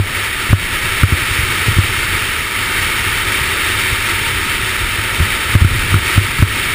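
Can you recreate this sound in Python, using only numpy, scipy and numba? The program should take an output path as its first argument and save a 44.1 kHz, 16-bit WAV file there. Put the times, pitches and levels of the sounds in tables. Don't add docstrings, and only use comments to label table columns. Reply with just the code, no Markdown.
import sys
import numpy as np
from scipy import signal
from scipy.io import wavfile
from scipy.ndimage import uniform_filter1d
from numba import njit

SR = 44100
rng = np.random.default_rng(int(sys.argv[2]) if len(sys.argv) > 2 else 0)


def pcm_store(signal):
    levels = np.round(np.clip(np.atleast_2d(signal), -1, 1) * 32767)
    wavfile.write(sys.argv[1], SR, levels.astype(np.int16).T)


def natural_amplitude(level_db):
    exponent = np.asarray(level_db, float) / 20
    return 10 ** exponent


N = 297234

MOUNT_HZ, MOUNT_WIDTH_HZ = 96.5, 22

# (slam time [s], slam strength [dB], drop comes this long before [ms], drop strength [dB])
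RIDGE_SLAMS = [(-0.0019, 1.5, 17, -8), (0.528, 5.5, 26, 5), (1.032, 3, 11.5, -3), (1.1215, -3, 12, -25),
               (1.6816, -4, 15, -5), (1.784, 0, 19, 2), (5.551, 3.5, 15, -5), (5.6456, 2.5, 14.7, 6),
               (5.9404, -1, 13, -13), (6.1762, 2, 17.6, -1), (6.4229, 4.5, 9.6, -4)]


def level(x, db):
    return x * natural_amplitude(db) / np.sqrt(np.mean(x ** 2))


def ring(x, hz, width_hz):
    return signal.lfilter(*signal.iirpeak(hz, hz / width_hz, fs=SR), x)


def noise():
    return rng.standard_normal(N)


def walk(rate):
    hold = int(SR / rate)
    steps = np.repeat(rng.standard_normal(N // hold + 1), hold)[:N]
    slewed = uniform_filter1d(uniform_filter1d(steps, hold), hold)
    return level(slewed, 0)


def body(x):
    # (frequency [Hz], width [Hz], level [dB])
    modes = [(364.6, 101, -8.5), (908.5, 60, -8.5), (1274, 183, -4), (1836, 335, -2.5), (2254, 270, -0.5),
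             (2767, 276, -5.5), (3082, 166, -4.5), (3710, 456, -10), (4520, 210, -12), (5725, 790, -14)]
    return sum((-1) ** k * natural_amplitude(db) * ring(x, hz, width) for k, (hz, width, db) in enumerate(modes))


def scrape(scrape_db):
    grains_per_s, grain_spread_db, hiss_db = 5000, 1.5, 6
    arrival, size, side = rng.random((N, 3)).T
    size_db = -grain_spread_db * np.log(1 - size)
    grains = (arrival < grains_per_s / SR) * natural_amplitude(size_db) * np.sign(side - .5)
    contact = level(grains, 0) + level(noise(), hiss_db)
    chatter_db = 0.16 * walk(8.2) + 0.57 * walk(35) + 0.23 * walk(140)
    return level(body(contact * natural_amplitude(chatter_db)), 0) * natural_amplitude(scrape_db + 1.5)


def rebound(t):
    rebound_db, rebound_s = -1, 0.042
    unload_db = np.zeros(len(t))
    for s, db, _, _ in RIDGE_SLAMS:
        age = np.maximum(t - s, 0) / rebound_s
        unload_db += rebound_db * natural_amplitude(db) * age * np.exp(1 - age)
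    return unload_db


def blows():
    slam_ms, drop_ms = 3.15, 9.2
    # (time [s], strength [dB], push time [ms])
    humps = [(0.491, -1, 11), (1.1339, -1, 7), (1.22, 0.5, 14.5), (1.308, 6, 15.4), (1.3864, 3, 12.6),
             (1.403, -1, 9.5), (1.7156, 0, 10), (1.835, -9, 7.6), (2.0247, -11, 7.5), (2.144, -2, 15),
             (2.3872, -13, 7.9), (2.9942, -13, 6.7), (3.408, -13, 4.4), (3.7845, -17, 4.5),
             (3.9232, -1.5, 9.9), (4.212, -10, 4.6), (4.6302, -15, 4.2), (5.184, -1, 12),
             (5.1992, 0.5, 5.6), (5.2235, 1, 11), (5.493, -6, 8.2), (5.611, -7, 5), (5.711, 4, 15),
             (5.7585, -3, 7.8), (5.833, -9, 22), (5.921, -7, 6.5), (6.29, -7.5, 12), (6.388, -8, 3.8),
             (6.449, -7, 6.5)]
    # (time [s], strength [dB], push time [ms])
    hollows = [(1.432, 10, 20), (2.085, 2, 15), (0.849, -15, 4.1), (4.3538, -13, 4.6), (4.521, -6, 10.5),
               (4.9836, 0.5, 13), (5.209, -3, 3.9), (5.2315, -10, 6.7), (5.6171, 10, 7.5), (5.7274, -3, 13),
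               (5.957, -10, 2.3), (6.211, -13, 2.8), (6.396, 8.5, 10.7), (6.528, -14, 7.3)]
    slams = [(s, db, slam_ms, 1) for s, db, _, _ in RIDGE_SLAMS]
    drops = [(s - ms / 1000, db, drop_ms, -1) for s, _, ms, db in RIDGE_SLAMS]
    return slams + drops + [(*row, 1) for row in humps] + [(*row, -1) for row in hollows]


def mount(push):
    spring = [1, 2 * np.pi * MOUNT_WIDTH_HZ, (2 * np.pi * MOUNT_HZ) ** 2]
    return signal.lfilter(*signal.bilinear([1, 0, 0], spring, SR), push)


def housing(swing):
    mode_hz, width_hz = 355, 64
    w = 2 * np.pi * mode_hz
    return signal.lfilter(*signal.bilinear([w * w], [1, 2 * np.pi * width_hz, w * w], SR), swing)


def jolts():
    crack_db, crack_s = 26, 0.0017
    lead = 2048
    t = np.arange(-lead, N) / SR
    push, crack = np.zeros(len(t)), np.zeros(len(t))
    for s, db, ms, direction in blows():
        span = slice(*np.searchsorted(t, [s, s + .1]))
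        age = t[span] - s
        push_age = age / ms * 1000
        push[span] += np.sign(direction) * natural_amplitude(db) * (push_age * np.exp(1 - push_age)) ** 2
        crack_age = (age / crack_s) ** 2
        crack[span] += (direction > 0) * natural_amplitude(db) / ms ** 0.96 * crack_age * np.exp(-crack_age)
    swing = housing(mount(push))
    knock = ring(ring(noise() * crack[lead:], 1330, 320), 1700, 1100)
    return swing[lead:] + natural_amplitude(crack_db) * knock


def rumble(bump_db, heave_db):
    uneven = walk(11)
    ripples = signal.lfilter(*signal.butter(3, 105, fs=SR), noise()) * natural_amplitude(0.69 * uneven)
    swing = ring(ripples, MOUNT_HZ, MOUNT_WIDTH_HZ)
    heave = ring(ring(noise(), 42, 88), 33, 132) * natural_amplitude(1.4 * uneven + 1.8 * walk(6.3))
    return level(swing, -2.5) * natural_amplitude(bump_db) + level(heave, 5.6) * natural_amplitude(heave_db)


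def banking(t):
    ease_s = .2
    # (enters [s], leaves [s])
    turns = [
        (-.3, 1.33),
        (4.65, 6.35),
    ]
    return sum(np.clip(np.minimum(t - enter, leave - t) / ease_s, 0, 1) for enter, leave in turns)


def groan(bank):
    groan_db, turn_db = -38.5, 7
    high = ring(ring(noise(), 560, 400), 540, 450) * natural_amplitude(-12.5 + turn_db * bank)
    low = ring(ring(noise(), 223, 110), 227, 140) * natural_amplitude(1.2 * bank)
    return level((low + high) * natural_amplitude(2.0 * walk(8)), groan_db)


def scene():
    ripple_db, heave_base_db, turn_heave_db = 1, -36, 5
    heave_follows = .7
    # (time [s], runner pressure as scrape level [dB], bumpiness of the ice [dB])
    ride = [(0, -20.5, -27), (.2, -20, -34), (.7, -19, -30), (1.3, -18, -29.5), (1.9, -17.5, -24.5),
            (2.3, -18.5, -26), (2.5, -20, -30), (2.78, -16.5, -27.5), (2.95, -18, -28.5),
            (3.77, -17, -26.5), (4.4, -18, -27.5), (4.9, -19, -27.5), (5.3, -18.5, -32.5),
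            (5.72, -17, -23.5), (5.97, -19, -26), (6.12, -16, -30), (6.3, -19, -21), (6.74, -17, -29)]
    t = np.arange(N) / SR
    s, *columns = np.transpose(ride)
    scrape_db, bump_db = (np.interp(t, s, column) for column in columns)
    bank = banking(t)
    heave_db = heave_base_db + heave_follows * (bump_db - bump_db.mean()) + turn_heave_db * bank
    sled = scrape(scrape_db + rebound(t)) + jolts() + rumble(bump_db + ripple_db, heave_db) + groan(bank)
    return np.tile(sled, (2, 1))


@njit
def follow(x, start, attack, release):
    out, e = np.empty(len(x)), start
    for i in range(len(x)):
        e += (abs(x[i]) - e) * (attack if abs(x[i]) > e else release)
        out[i] = e
    return out


def duck(x):
    ratio, top, lag_s = 5, 0.82, .006
    attack_s, release_s = 0.00065, 0.085
    peak = follow(x, 2.05, 1 / (attack_s * SR), 1 / (release_s * SR))
    peak = np.interp(np.arange(N) - lag_s * SR, np.arange(N), peak)
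    return x * np.minimum(1, top / peak) ** (1 - 1 / ratio)


def hold_samples(x):
    hold_hz, hold_count = 12000, 4
    anti_alias_hz, top_hz = 5720, 15270
    smooth = signal.sosfiltfilt(signal.butter(14, anti_alias_hz, fs=SR, output="sos"), x)
    samples = np.clip(signal.resample_poly(smooth, 40, 147), -1, 1)
    steps = np.repeat(samples, hold_count)
    output_filter = signal.ellip(10, .1, 45, top_hz, fs=hold_hz * hold_count, output="sos")
    steps = signal.sosfiltfilt(output_filter, steps)
    return np.clip(signal.resample_poly(steps, 147, 160)[:N], -1, 1)


def thin_and_part(x):
    drop_base_db, drop_wobble_db, drop_6k_db = -84.5, .5, 1.5
    apart_db, apart_bass_db = -12.5, -24.5
    # (frequency [Hz], share of tiles [0-1])
    apart_share = [(0, 0.2), (1200, 0), (4000, .01), (5300, 0.2), (5900, .5), (7200, 0.2), (7700, 0),
                   (15000, 0.03)]
    frame = dict(fs=SR, window="cosine", nperseg=2048, noverlap=1024, scaling="psd")
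    hz, _, z = signal.stft(x, **frame)
    power = uniform_filter1d(np.abs(z) ** 2, size=12, axis=0)
    drop_db = drop_base_db + drop_wobble_db * rng.standard_normal(z.shape[1])
    drop_db = drop_db + drop_6k_db * (hz < 8000)[:, None]
    z = z * ((power > natural_amplitude(2 * drop_db)) | (hz < 4000)[:, None])
    tile_hz = hz[::16]
    draw = rng.random((len(tile_hz), z.shape[1]))
    draw = .5 * draw + .5 * uniform_filter1d(draw[0], size=2)
    share = np.clip(np.interp(tile_hz, *np.transpose(apart_share)), 0, 1)
    apart = draw < np.quantile(draw, share)[:, None]
    size_db = np.where(tile_hz < 4000, apart_bass_db, apart_db)[:, None]
    size_db = size_db + 2.2 * rng.standard_normal(draw.shape)
    size = np.repeat(apart * natural_amplitude(size_db), 16, axis=0)[:len(hz)]
    rounding = size * np.abs(z) * np.exp(2j * np.pi * rng.random(z.shape))
    return np.array([signal.istft(z + sign * rounding, **frame)[1][:N] for sign in (1, -1)])


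def band_limit(x):
    return signal.sosfilt(signal.butter(12, 16300, fs=SR, output="sos"), x)


def record(dry):
    held = hold_samples(duck(dry[0]))
    mix = np.clip(thin_and_part(held), -1, 1)
    return band_limit(mix)


dry = scene()
out = record(dry)
pcm_store(out)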